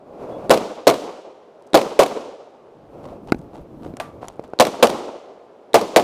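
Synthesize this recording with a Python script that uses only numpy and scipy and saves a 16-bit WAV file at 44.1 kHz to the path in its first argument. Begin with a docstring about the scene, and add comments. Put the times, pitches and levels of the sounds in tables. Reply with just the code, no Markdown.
"""Faint outdoor air, a rustle of clothes and a thin squeak lead into four fast pairs of rifle shots on a gravel range.
Each blast is a swinging boom with a ragged crack; it overloads the microphone of a head-worn camera in a boomy case,
slaps back from the berm and rolls away through the trees as noise that lasts longest in the low mids.
Between pairs the shooter moves on: gravel grains and stones crunch, the sling rattles in random ticks,
a metal part clinks in damped modes and bumps on the camera case swing briefly."""
import sys
import numpy as np
from scipy import signal
from scipy.fft import rfft, irfft, next_fast_len
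from scipy.io import wavfile
from scipy.ndimage import map_coordinates

SR = 44100
rng = np.random.default_rng(int(sys.argv[2]) if len(sys.argv) > 2 else 0)


def inscribe(sig):
    """Save sig as 16-bit PCM at rate SR to the path in sys.argv[1].

    A 1-D sig is mono; a 2-D sig holds one channel per row.
    Samples are clipped to [-1, 1] before scaling.
    """
    pcm = np.round(np.clip(np.atleast_2d(sig).T, -1, 1) * 32767)
    wavfile.write(sys.argv[1], SR, pcm.astype(np.int16))


N = 265923
TIME = np.arange(N) / SR

# In every spectrum table the level is a relative power density, per Hz.
# Shots: [t/s, relative level/dB, time the boom holds/s, time until the bolt slams home/s,
# relative bolt level/dB]
SHOTS = [(0.504, 5, 0.048, 0.038, -17), (0.869, 5, 0.045, 0.03, -12), (1.7425, 5, 0.049, 0.031, -14),
         (1.991, 4.5, 0.048, 0.03, -18), (4.598, 5.5, 0.03, 0.053, -16.5),
         (4.8261, 5.5, 0.028, 0.044, -15.5), (5.742, 5, 0.036, 0.04, -29), (5.961, 4.5, 0.041, 0.047, -30)]
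# Spectrum of the blast's crack and of the bolt: [f/Hz, level/dB]
CRACK_SPECTRUM = [(400, -18), (1200, -3.5), (2200, 2.5), (4000, -0.5), (6000, -6), (9000, -10),
                  (15000, -18)]
# Spectrum of a hard, sharp contact and of fine grit: [f/Hz, level/dB]
CLICK_SPECTRUM = [(200, -7.5), (900, 15), (1600, -3), (3000, 0), (7000, 2), (11000, -5), (15000, -21)]
# Spectrum of a tap on the camera case: [f/Hz, level/dB]
CASE_SPECTRUM = [(300, -17), (800, 14), (1100, -4.5), (1500, 9.5), (1800, -4), (2300, 0), (2700, -7),
                 (3100, -19), (4200, -9), (8000, -25.5), (15000, -31)]


def amp(db):
    """Level in decibels to amplitude ratio."""
    return 10 ** (np.asarray(db) / 20)


def unit(x):
    """Normalization to an rms of 1."""
    return x / np.sqrt(np.mean(x ** 2) + 1e-20)


def along(points, hz):
    """Interpolation of (f/Hz, value) points on a logarithmic frequency axis."""
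    f, v = np.transpose(points)
    return np.interp(np.log(hz + 1), np.log(f + 1), v)


def add(track, s, sound):
    """Superposition: a sound adds to the track from time s."""
    part = track[round(s * SR):][:len(sound)]
    part += sound[:len(part)]


def colour(x, spectrum, size=8192):
    """Minimum-phase filter: a folded cepstrum makes the response causal; white noise keeps its power."""
    hz = np.fft.rfftfreq(size, 1 / SR)
    cepstrum = irfft(np.log(amp(along(spectrum, hz))))
    cepstrum[1:size // 2] *= 2
    cepstrum[size // 2 + 1:] = 0
    response = irfft(np.exp(rfft(cepstrum)))
    response /= np.linalg.norm(response)
    return signal.fftconvolve(x, response)[:len(x)]


def noise(spectrum, size=N):
    """Stationary coloured noise of rms 1, taken after the filter has settled."""
    settling = SR // 10
    white = rng.standard_normal(size + settling)
    return unit(colour(white, spectrum)[settling:])


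def wobble(rate, size=N):
    """Band-limited random modulation: a smooth curve through `rate` random knots a second."""
    knots = rng.standard_normal(int(size * rate / SR) + 4)
    return map_coordinates(knots, [np.arange(size) * rate / SR])


def burst(t60, size=SR // 4):
    """Exponential decay: white noise starts at once and falls 60 dB in t60 seconds."""
    return rng.standard_normal(size) * amp(-60 * TIME[:size] / t60)


def ticks(rows, spectrum, t60, gain_db):
    """Impulsive excitation: short hard contacts (t/s, level/dB) share one spectrum."""
    out = np.zeros(N)
    for s, db in rows:
        add(out, s, amp(db + gain_db) * burst(t60))
    return colour(out, spectrum)


def swell(length):
    """Force pulse: a push peaks at half the length (s) and eases off."""
    u = TIME[:SR // 2] / (length / 2)
    return u * np.exp(1 - u)


def high_pass(x, hz):
    """Low-frequency cutoff: the small case passes little deep bass."""
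    return signal.sosfilt(signal.butter(2, hz, "high", fs=SR, output="sos"), x)


def outdoor_air():
    """Broadband ambient noise: its level drifts slowly at random."""
    # Spectrum of the air: [f/Hz, level/dB]
    air_spectrum = [(25, -31.5), (120, -16), (250, -7), (450, 2.5), (800, -6), (1300, -16), (1800, -25.5),
                    (3000, -29.5), (6000, -39), (10000, -47), (15000, -56.5)]
    drift = amp(wobble(4))
    return amp(-48) * drift * noise(air_spectrum)


def moving():
    """Friction noise: clothes and straps rustle dully through the case as each move builds and settles."""
    # Moves of the body: [start t/s, length/s, relative rustle level/dB, relative rumble level/dB]
    body_moves = [(0.226, 0.31, -35, -42.5), (2.988, 0.17, -41.5, -40), (3.287, 0.14, -49.5, -38),
                  (3.557, 0.032, -45, -40), (3.834, 0.054, -47.5, -35), (3.976, 0.25, -48.5, -42),
                  (4.41, 0.029, -49.5, -45.5)]
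    # Spectrum of the rustle: [f/Hz, level/dB]
    rustle_spectrum = [(120, -40.5), (200, -9.5), (570, 0.5), (748, -6), (833, -10), (1220, -17.5),
                       (1810, -34), (2550, -32), (3010, -37.5), (3410, -39.5), (4470, -41.5),
                       (15000, -57.5)]
    # Spectrum of the rumble: [f/Hz, level/dB]
    rumble_spectrum = [(20, -8.5), (60, -2.5), (130, 4.5), (230, 3), (330, 5), (420, -7.5), (600, -46.5)]
    rise_db_per_s, fall_db_per_s = 84.5, 128  # of the rustle
    rustle, rumble = np.zeros(N), np.zeros(N)
    for s, length, rustle_db, rumble_db in body_moves:
        rise_db = rise_db_per_s * (TIME - s)
        fall_db = fall_db_per_s * (s + length - TIME)
        effort_db = np.minimum(0, np.minimum(rise_db, fall_db))
        rustle = np.maximum(rustle, amp(rustle_db + effort_db))
        rumble = np.maximum(rumble, amp(rumble_db + 0.74 * effort_db))  # rumble follows less steeply
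    folds = amp(1.2 * wobble(35))
    rustling = amp(1.5) * rustle * noise(rustle_spectrum)
    rumbling = amp(-2) * rumble * noise(rumble_spectrum)
    return folds * (rustling + rumbling)


def squeak():
    """Frequency modulation: a thin tone rises a little and wavers; its phase is the integral of its pitch."""
    # Faint high squeaks: [t/s, length/s, starting f/Hz, level/dB]
    squeak_events = [(0.298, 0.09, 3330, -57)]
    rise_hz_per_s, waver_hz = 2000, 55
    out = np.zeros(N)
    for s, length, hz, db in squeak_events:
        t = TIME[:round(length * SR)]
        pitch = hz + rise_hz_per_s * t + waver_hz * wobble(200, len(t))
        tone = np.sin(2 * np.pi * np.cumsum(pitch) / SR)
        envelope = np.sin(np.pi * t / t[-1])
        add(out, s, amp(db) * envelope * tone)
    return out


def action():
    """Impact noise: the action snaps ahead of a pair, and the bolt slams home after every shot."""
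    # Snaps just ahead of the first shot of each pair: [t/s, relative level/dB]
    snap_events = [(0.4963, -1.5), (1.734, -14), (4.5897, -7.5), (5.7333, -17.5)]
    # Spectrum of a snap: [f/Hz, level/dB]
    snap_spectrum = [(100, -8), (350, 13), (800, -6.5), (1600, -9), (3000, -11), (3900, 4.5), (4800, -13),
                     (9000, -19.5), (15000, -37)]
    bolts = [(s + cycle, bolt_db) for s, _, _, cycle, bolt_db in SHOTS]
    snapping = ticks(snap_events, snap_spectrum, t60=0.0026, gain_db=4)
    slamming = ticks(bolts, CRACK_SPECTRUM, t60=0.02, gain_db=-2)
    return snapping + slamming


def boom_swing(size, evenness):
    """Envelope compression: the case's boom swings with wandering pitch and fairly even strength."""
    # Spectrum of the boom: [f/Hz, level/dB]
    boom_spectrum = [(25, -24), (85, -24), (170, -15.5), (300, -5.5), (420, -2), (495, 2.5), (585, -0.5),
                     (670, 0.5), (900, -7.5), (1130, -9.5), (1700, -26), (4000, -60)]
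    z = signal.hilbert(noise(boom_spectrum, size))
    return unit(z.real / np.abs(z) ** evenness)


def blasts():
    """Multipath propagation: the powers of the paths add to shape each blast's boom and ragged crack."""
    # Near paths (direct, ground, trunks):
    # [delay t/s, relative boom level/dB, relative crack level/dB, t60/s]
    near_paths = [(0, 5.5, -2, 0.052), (.007, 1.5, -7, 0.057), (0.015, -3.5, -17.5, .25)]
    berm_s, berm_boom_db, berm_crack_db = 0.0695, -20, -27  # delay and relative levels of the slap
    cutoff_s = 0.01  # time in which the near echoes run out
    crack_over_boom_db = -1.5
    out, t = np.zeros(N), TIME[:SR // 3]
    slap = t / 0.0011 * np.exp(1 - t / 0.0021)  # the sloping berm smears its echo
    for s, db, hold, _, _ in SHOTS:
        boom_power, crack_power = np.zeros(len(t)), np.zeros(len(t))
        for delay, boom_db, crack_db, t60 in near_paths:
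            fade = amp(-60 * t / t60)
            add(boom_power, delay, (amp(boom_db) * fade) ** 2)
            add(crack_power, delay, (amp(crack_db) * fade) ** 2)
        ending = amp(-14 * np.clip((t - hold) / cutoff_s, 0, 1))  # the near echoes run out
        boom_power *= ending
        crack_power *= ending
        add(boom_power, berm_s, (amp(berm_boom_db) * slap) ** 2)
        add(crack_power, berm_s, (amp(berm_crack_db) * slap) ** 2)
        boom_onset = 1 - np.exp(-t / 0.0011)
        boom = np.sqrt(boom_power) * boom_onset * boom_swing(len(t), evenness=0.45)
        ragged = unit(amp(4.2 * wobble(700, len(t))))  # shock fronts come in clumps
        crack_onset = 1 - np.exp(-t / 0.00093)
        fronts = np.sqrt(crack_power) * crack_onset * ragged * rng.standard_normal(len(t))
        crack = colour(fronts, CRACK_SPECTRUM)
        add(out, s, amp(db - 9.5) * (boom + amp(crack_over_boom_db) * crack))
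    return high_pass(high_pass(out, hz=125), hz=95)


def forest():
    """Reverberation: trees scatter shots into a tail longest in the low mids; deep bass and treble die sooner."""
    # Spectrum of the tail before it decays: [f/Hz, level/dB]
    forest_spectrum = [(30, -28), (100, -4.5), (240, 2), (550, -1), (800, -6.5), (1150, -11), (1700, -23.5),
                       (3000, -21), (6000, -24.5), (10000, -32.5), (15000, -40.5)]
    # Reverberation time of the trees: [f/Hz, t60/s]
    forest_decay = [(100, 0.29), (250, 0.68), (550, 1.465), (1100, 1.176), (3000, 1.046), (7000, 0.85),
                    (14000, 0.5)]
    tail_db = -26  # against the shot's level
    out, t = np.zeros(N), TIME[:3 * SR // 2]
    for s, db, *_ in SHOTS:
        hz, age, z = signal.stft(noise(forest_spectrum, len(t)), SR, nperseg=512)
        decay = amp(-60 * age / along(forest_decay, hz)[:, None])
        tail = signal.istft(z * decay, SR, nperseg=512)[1][:len(t)]
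        treble = high_pass(tail, hz=1500)
        trunks = amp(2.3 * wobble(45, len(t)))  # single low echoes
        leaves = amp(0.71 * wobble(70, len(t)))  # a more even hiss
        echoes = (tail - treble) * trunks + treble * leaves
        onset = 1 - np.exp(-t / 0.032)
        add(out, s, amp(db + tail_db) * echoes * onset)
    return out


def sling():
    """Random impacts: the sling rattles in small scattered ticks, and the gear gives single sharp clicks."""
    # Light rattles: [t/s, length/s, relative level of a tick/dB]
    rattle_events = [(1.611, 0.092, -45), (3.35, 0.07, -46), (4.198, 0.32, -50)]
    # Sharp clicks of the gear: [t/s, relative level/dB, relative level of the knock through the case/dB]
    click_events = [(3.969, -23, -30), (4.2836, -16.5, -48)]
    ticks_per_s, scatter_db = 70, 2
    sharp = [(s, db) for s, db, _ in click_events]
    through_case = [(s, case_db) for s, _, case_db in click_events]
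    small = []
    for s, length, db in rattle_events:
        for _ in range(round(length * ticks_per_s)):
            small.append((s + length * rng.random(), db + scatter_db * rng.standard_normal()))
    contacts = ticks(sharp + small, CLICK_SPECTRUM, t60=0.009, gain_db=-6.5)
    return contacts + ticks(through_case, CASE_SPECTRUM, t60=0.02, gain_db=-3)


def steps():
    """Granular contact: each step grinds gravel and slips stones, then weight thuds up through the body."""
    # Steps: [t/s, relative scuff level/dB, thud level/dB, scuff length/s]
    footfalls = [(3.029, -43, -42, 0.056), (3.264, -41, -35, 0.036), (3.531, -42.5, -39, 0.036),
                 (3.821, -41, -45, 0.039), (4.21, -42, -45, 0.062), (4.433, -45.5, -57, 0.017)]
    # Spectrum of the crunch: [f/Hz, level/dB]
    gravel_spectrum = [(300, 9), (800, 19), (1700, -3.5), (4000, -8), (8000, -23.5), (15000, -35)]
    # Spectrum of the thud: [f/Hz, level/dB]
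    thud_spectrum = [(15, -10), (35, 26), (90, 19), (220, 3), (400, -9.5), (800, -33)]
    weight_lag_s, thud_s = 0.072, 0.022  # the weight lands after the sole first scuffs; thud length
    stones_per_s, stones_db, stone_scatter_db = 170, 1, 3.5  # single stones slip under the sole
    grit_db = -21  # fine grit among the stones, against the scuff
    grind, weight = np.zeros(N), np.zeros(N)
    for s, scuff_db, thud_db, length in footfalls:
        add(grind, s, amp(scuff_db) * swell(length))
        add(weight, s + weight_lag_s, amp(thud_db) * swell(thud_s))
    grains = unit(amp(6 * wobble(360)) * rng.standard_normal(N))
    slips = rng.random(N) < stones_per_s / SR
    stone_sizes = amp(stone_scatter_db * rng.uniform(-0.87, 1, N))
    stones = unit(slips * stone_sizes * rng.choice([-1, 1], N))
    crunch = colour(grind * (amp(-7) * grains + amp(stones_db) * stones), gravel_spectrum)
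    grit = amp(grit_db) * colour(grind * grains, CLICK_SPECTRUM)
    return crunch + grit + weight * noise(thud_spectrum)


def knocks():
    """Heavily damped oscillation: a bump on the case is one swing with a tick."""
    # Knocks on the camera case: [t/s, relative level/dB, f/Hz, tick level against the swing/dB]
    case_knocks = [(3.3212, 0, 302, -4.5), (3.3454, -14.5, 268, -14), (3.39, -26, 170, -22),
                   (3.862, -18, 367, -26), (3.938, -21.5, 300, -20), (4.2303, -17.5, 664, -25),
                   (4.247, -23.5, 770, -14), (4.3946, -14, 497, -19.5), (4.535, -14, 540, -19)]
    out, t = np.zeros(N), TIME[:SR // 4]
    for s, db, hz, tick_db in case_knocks:
        age = hz * t / 0.3  # the swing peaks within its first half cycle
        push = -np.sin(2 * np.pi * hz * t) * age * np.exp(1 - age)
        tick = colour(burst(0.014), CASE_SPECTRUM)
        add(out, s, amp(db) * (push + amp(tick_db) * tick))
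    return out


def clink():
    """Modal vibration: a struck metal part clanks; unsteady modes stand out of its dense, short ring."""
    # Clinks: [t/s, relative level/dB]
    clink_events = [(4, -16)]
    # Modes of the metal part: [f/Hz, relative level/dB, t60/s]
    metal_modes = [(690, 0, .2), (1165, -3, .4), (1880, -14, .2), (2510, -18, .2), (3180, -23, .25),
                   (5030, -28, .22), (5910, -28, .25), (6815, -28, .3), (8263, -24, .18), (8888, -25, .2),
                   (9250, -20, .2), (10150, -26, .25), (10930, -28, .22), (11790, -24, .2),
                   (13000, -26, .2), (14150, -22, .15)]
    # Spectrum of the dense ring: [f/Hz, level/dB]
    clank_spectrum = [(250, -29), (450, 2.5), (750, 3.5), (1200, -2.5), (2500, -12.5), (4000, -17.5),
                      (10000, -30.5), (15000, -41)]
    out, t = np.zeros(N), TIME[:SR // 2]
    for s, db in clink_events:
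        for hz, mode_db, t60 in metal_modes:
            cycles = hz * t + rng.random() + 0.14 * wobble(124, len(t))
            decay = amp(db - 17 + mode_db - 60 * t / t60)
            add(out, s, decay * np.sin(2 * np.pi * cycles))
        strike = colour(burst(0.016), CLICK_SPECTRUM)
        ring = colour(burst(0.05) + amp(-15) * burst(0.31), clank_spectrum)
        add(out, s, amp(db - 2.5) * (ring + amp(-15) * strike))
    return out


def scene():
    """Superposition: all sources add almost in mono; a faint delayed copy of opposite sign sets the width."""
    width_db, width_s = -46.5, 0.0007  # level and lag of the copy added left and subtracted right
    gear = squeak() + sling() + high_pass(knocks(), hz=107) + clink()
    mono = outdoor_air() + moving() + action() + blasts() + forest() + steps() + gear
    side = amp(width_db) * np.interp(TIME - width_s, TIME, mono)
    return np.array([mono + side, mono - side])


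def record(dry):
    """Saturation and band limiting: blasts flatten against the microphone's ceiling, then the top is cut."""
    top_hz = 15500  # the gain has halved here, and falls very steeply above
    clipped = dry / (1 + np.abs(dry) ** 8) ** (1 / 8)
    size = next_fast_len(N + SR // 2)
    passband = 1 / (1 + (np.fft.rfftfreq(size, 1 / SR) / top_hz) ** 100)
    return irfft(rfft(clipped, size) * passband, size)[:, :N]


dry = scene()
out = record(dry)
inscribe(out)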